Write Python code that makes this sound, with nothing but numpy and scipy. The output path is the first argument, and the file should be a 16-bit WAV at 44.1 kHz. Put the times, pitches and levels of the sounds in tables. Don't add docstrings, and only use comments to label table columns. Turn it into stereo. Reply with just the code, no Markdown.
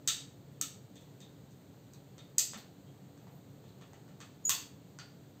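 import sys
import numpy as np
from scipy import signal
from scipy.fft import rfft, irfft
from scipy.io import wavfile
from scipy.ndimage import uniform_filter1d

SR = 44100
rng = np.random.default_rng(int(sys.argv[2]) if len(sys.argv) > 2 else 0)


def pcm_store(signal):
    levels = np.round(np.clip(np.atleast_2d(signal), -1, 1) * 32767)
    wavfile.write(sys.argv[1], SR, levels.astype(np.int16).T)


N = 238140
MIC_LAG_SAMPLES = 6


def undb(db):
    return 10 ** (np.asarray(db) / 20)


def resonance_db(f, peaks):
    return sum(db / (1 + (2 * (f - hz) / width) ** 2) for hz, width, db in peaks)


# freq_hz, density_db, stereo_likeness (0 unrelated, 1 mono)
ROOM_TONE = [(25, -35, 0.7), (45.5, -25, 0.5), (107, -3.5, 0.72), (160.7, -4.5, 0.9), (285, -12.5, 0.65),
             (426, -11, 0.58), (1090, -24, 0), (2540, -31, 0.03), (4310, -28.5, 0), (5400, -39, 0.14),
             (6620, -30.5, 0), (9000, -36, 0.64), (11880, -38.5, 0.1), (14700, -34, 0)]
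# centre_hz, width_hz, boost_db
HUM_MODES = [(111.6, 23, 3), (138.9, 8.1, 9.5), (169, 11.5, 2.5), (186, 20, 5), (282.9, 22.4, 12)]


def hum_and_hiss(level_db=-53.5):
    f = np.maximum(np.fft.rfftfreq(N, 1 / SR), 1)
    freq_hz, density_db, likeness = np.transpose(ROOM_TONE)
    colour_db = np.interp(np.log(f), np.log(freq_hz), density_db) + resonance_db(f, HUM_MODES)
    likeness = np.interp(np.log(f), np.log(freq_hz), likeness)
    noise = rfft(rng.standard_normal((2, N)))
    mid, side = noise * undb(colour_db) * np.sqrt([1 + likeness, 1 - likeness])
    bed = irfft([mid + side, mid - side], N)
    return bed * undb(level_db) / bed.std()


def ring_db(f, centre_hz, boost_db, peak_width_hz, hump_width_hz, peak_share=0.41):
    peak = (centre_hz, peak_width_hz, peak_share * boost_db)
    hump = (centre_hz, hump_width_hz, (1 - peak_share) * boost_db)
    return resonance_db(f, [peak, hump])


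def crack(colour_db, delay_s):
    cepstrum = irfft(np.log(undb(colour_db)))
    cepstrum[1:1024] *= 2
    cepstrum[1025:] = 0
    phase_lag = 2 * np.pi * np.cumsum(delay_s) * SR / 2048
    return irfft(np.exp(rfft(cepstrum) - 1j * phase_lag))[:1024]


# freq_hz, hard_db, soft_db
CONTACT_COLOUR = [(480, -34.5, 19), (758, -32, 26), (1200, -20, 20), (2030, -8.5, 14.5), (3520, 5, 12.5),
                  (4865, 4.5, 6), (6300, 14, 6), (7930, 15, 5.5), (11400, 4, -6)]
# centre_hz, width_hz, boost_db
CASE_MODES = [(1748, 100, 5.5), (4623, 490, 4.5), (6340, 610, 7.5), (7370, 220, 4), (7960, 230, 4.5)]
# start_s, level_db,
# softness (0 nail, 1 pad), treble_db, hollow_hz, hollow_db, wall_hz, wall_db, pan_left_db, send_db
LATCH_HITS = [(0.0751, -11.5, 0.28, -1, 1327, 14, 3810, 12.7, -4.5, 0.5),
              (0.612, -12, 0.2, 2.5, 1278, 25, 3730, 9.3, 0, -7.5),
              (0.9556, -45, 0.57, 1, 1050, 3, 3540, 19.3, -1.5, 0.5),
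              (1.01, -50.5, 0.48, 5, 1360, 5, 3400, 11, -2.0, 0),
              (1.2032, -41, 0.49, 0, 1010, 2.6, 3700, 13, -7, -0.5),
              (1.2201, -55.5, 0.64, -7, 1260, 5, 3710, 27, -7, 2.5),
              (1.5084, -54, 0, -8, 1370, 9, 4390, 5, 0.0, 0.0),
              (1.935, -40, 0.44, 5, 1330, 9, 4060, 15.4, 1, -7.5),
              (2.1805, -38, 0.63, -20, 1340, 12, 3710, 17.8, 2, -4.5),
              (2.382, -6.5, 0.006, 0.0, 1340, 11, 4820, 6.4, -2.5, -3.5),
              (2.5339, -30.5, 0.82, -2, 1310, 9.9, 3500, 8.7, -2, -2.5),
              (2.5739, -37, 0.59, 10, 1490, 9, 4180, 14, -3, -1.5),
              (2.864, -59.5, .7, -0.5, 1346, 9.4, 3220, 23, -1, -1.5),
              (3.1762, -50, 0.79, -2, 1120, 9, 3640, 5, 10, -3),
              (3.2691, -51.5, 1, 2, 920, 14.3, 4160, 6.5, -2, -3),
              (3.6401, -52.5, 1, 2, 890, 10, 3500, 15, 3, -5.5),
              (3.68, -57, 0.63, 0.0, 1130, 4, 3970, 23, -7.5, 1),
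              (3.8114, -46.5, .9, -5.5, 1110, 12, 3400, 8.8, 5, 1.5),
              (3.932, -42, 0.88, 3, 800, 11.8, 3150, 2.6, 1.0, -5),
              (4.0792, -49.5, 1, -1, 1380, 8.7, 4400, 7.3, -1, -3.5),
              (4.2029, -36, 0.75, -3, 1230, 13.5, 3600, 5.6, 1, 2),
              (4.4933, -9, 0.34, 7.5, 1095, 23.3, 3440, 8.1, -6.5, -2),
              (4.5488, -33, 0.6, -16, 924, 15.6, 4540, 19.3, 23, -1),
              (4.9874, -32, 0.74, -10, 1440, 16.6, 4620, 13.4, -2, -3)]


def latch(treble_shelf_hz=10000, small_modes_db=1.5):
    f = np.maximum(np.fft.rfftfreq(2048, 1 / SR), 1)
    contact_hz, hard_db, soft_db = np.transpose(CONTACT_COLOUR)
    bass_loss_db = 10 * np.log10(1 + (360 / f) ** 6.9)
    body_db = resonance_db(f, CASE_MODES) - bass_loss_db
    shelf = 1 / (1 + (treble_shelf_hz / f) ** 10)
    smears = uniform_filter1d(rng.standard_normal((len(LATCH_HITS), len(f))), size=25)
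    ripples = uniform_filter1d(rng.standard_normal(smears.shape), size=6)
    ripples = uniform_filter1d(ripples, size=6)
    direct, send = np.zeros((2, N)), np.zeros(N)
    for hit, smear, ripple in zip(LATCH_HITS, smears, ripples / ripples.std()):
        start_s, level_db, softness, treble_db = hit[:4]
        hollow_hz, hollow_db, wall_hz, wall_db, pan_left_db, send_db = hit[4:]
        colour_db = np.interp(np.log(f), np.log(contact_hz), hard_db + softness * (soft_db - hard_db))
        colour_db += body_db + treble_db * shelf + small_modes_db * ripple
        colour_db += ring_db(f, hollow_hz, hollow_db, peak_width_hz=83, hump_width_hz=590)
        colour_db += ring_db(f, wall_hz, wall_db, peak_width_hz=200, hump_width_hz=1250)
        click = undb(level_db) * crack(colour_db, delay_s=0.001026 + 0.0023 * smear)
        add(direct, start_s, click * undb([[pan_left_db / 2], [-pan_left_db / 2]]))
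        add(send, start_s, click * undb(send_db))
    return direct, send


def add(track, start_s, sound):
    i = int(start_s * SR)
    track[..., i:i + sound.shape[-1]] += sound[..., :N - i]


# centre_hz, t60_s, gain_db
TAIL_BANDS = [(502, 0.44, 10), (1000, 0.29, 3), (2160, 0.39, 7), (4120, 0.36, 4.5), (7200, 0.33, 3),
              (13100, 0.29, 4)]
# delay_s, level_db
REFLECTIONS = [(.0018, -6.5), (.0075, -9), (0.0103, -7), (0.012, -3)]


def room_reverb(send, tail_db=-27, wall_delay_s=0.0034, build_s=0.0018):
    t = np.arange(SR // 2) / SR
    response = np.zeros((2, len(t)))
    centres_hz = np.array(TAIL_BANDS)[:, 0]
    edges_hz = np.r_[100, np.sqrt(centres_hz[1:] * centres_hz[:-1]), 17000]
    for (_, t60_s, gain_db), low_hz, high_hz in zip(TAIL_BANDS, edges_hz, edges_hz[1:]):
        bandpass = signal.butter(2, (low_hz, high_hz), "band", fs=SR, output="sos")
        band = signal.sosfilt(bandpass, rng.standard_normal(response.shape))
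        response += undb(gain_db + tail_db) * band * np.exp(-np.log(1000) * t / t60_s)
    response *= 1 - np.exp(-np.clip(t - wall_delay_s, 0, None) / build_s)
    skews = rng.integers(0, 12, (len(REFLECTIONS), 2)) + [0, MIC_LAG_SAMPLES]
    for (delay_s, level_db), skew in zip(REFLECTIONS, skews):
        response[[0, 1], int(delay_s * SR) + skew] += undb(level_db)
    return signal.fftconvolve(send[None], response, axes=1)[:, :N]


# start_s, pitch_hz, t60_s, level_db
KNOCK = [(2.556, 217, 0.14, -41.5)]


def knock(attack_s=0.0011):
    start_s, pitch_hz, t60_s, level_db = KNOCK[0]
    t = np.clip(np.arange(N) / SR - start_s, 0, None)
    envelope = (1 - np.exp(-t / attack_s)) * np.exp(-np.log(1000) * t / t60_s)
    return undb(level_db) * envelope * np.sin(2 * np.pi * pitch_hz * t)


# start_s, end_s, from_hz, to_hz, level_db
HINGE_CHIRPS = [(3.214, 3.26, 12900, 15200, -79), (3.295, 3.345, 13100, 14300, -78),
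                (3.345, 3.385, 14100, 15000, -73)]


def hinge_chirps():
    out = np.zeros(N)
    for start_s, end_s, from_hz, to_hz, level_db in HINGE_CHIRPS:
        glide_hz = np.linspace(from_hz, to_hz, int((end_s - start_s) * SR))
        tone = np.sqrt(2) * np.sin(2 * np.pi * np.cumsum(glide_hz) / SR)
        add(out, start_s, undb(level_db) * signal.windows.tukey(len(tone), 0.3) * tone)
    return out


# start_s, length_s, pitch_hz, level_db
HINGE_CATCHES = [(4.439, .014, 6850, -57.5), (4.449, 0.015, 6835, -28.5), (4.464, 0.015, 6820, -29),
                 (4.4753, 0.011, 6880, -31), (4.487, 0.011, 7050, -39)]


def hinge_squeak(grab_s=0.0043, slip_db_per_s=-380, release_s=0.0023, octave_db=-21.5):
    out = np.zeros(N)
    t = np.arange(SR // 20) / SR
    slip_db = slip_db_per_s * np.clip(t - grab_s, 0, None)
    wobbles = uniform_filter1d(rng.standard_normal((len(HINGE_CATCHES), len(t))), size=40)
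    for (start_s, length_s, pitch_hz, level_db), wobble in zip(HINGE_CATCHES, wobbles):
        envelope = np.clip(t / grab_s, 0, 1) ** 2 * np.clip((length_s - t) / release_s, 0, 1)
        phase = 2 * np.pi * pitch_hz * t
        tone = np.sin(phase + 0.67 * wobble) + undb(octave_db) * np.sin(2 * phase + 4.0 * wobble)
        add(out, start_s, np.sqrt(2) * undb(level_db + slip_db) * envelope * tone)
    return out


def treble_notch(sound, depth_db, band_hz=(8700, 11450)):
    return signal.sosfilt(signal.ellip(6, 0.3, depth_db, band_hz, "bandstop", fs=SR, output="sos"), sound)


def scene(hinge_send_db=-8.5):
    direct, latch_send = latch()
    hinge = hinge_chirps() + hinge_squeak()
    direct += knock() + hinge * undb([[-1.5], [1.5]])
    direct[1] = np.roll(direct[1], MIC_LAG_SAMPLES)
    reverb = room_reverb(latch_send + undb(hinge_send_db) * hinge)
    return (treble_notch(direct, depth_db=10)
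            + treble_notch(reverb, depth_db=42)
            + treble_notch(hum_and_hiss(), depth_db=21))


def record(dry, cutoff_hz=15350):
    return signal.sosfilt(signal.ellip(8, 0.2, 70, cutoff_hz, fs=SR, output="sos"), dry)


dry = scene()
out = record(dry)
pcm_store(out)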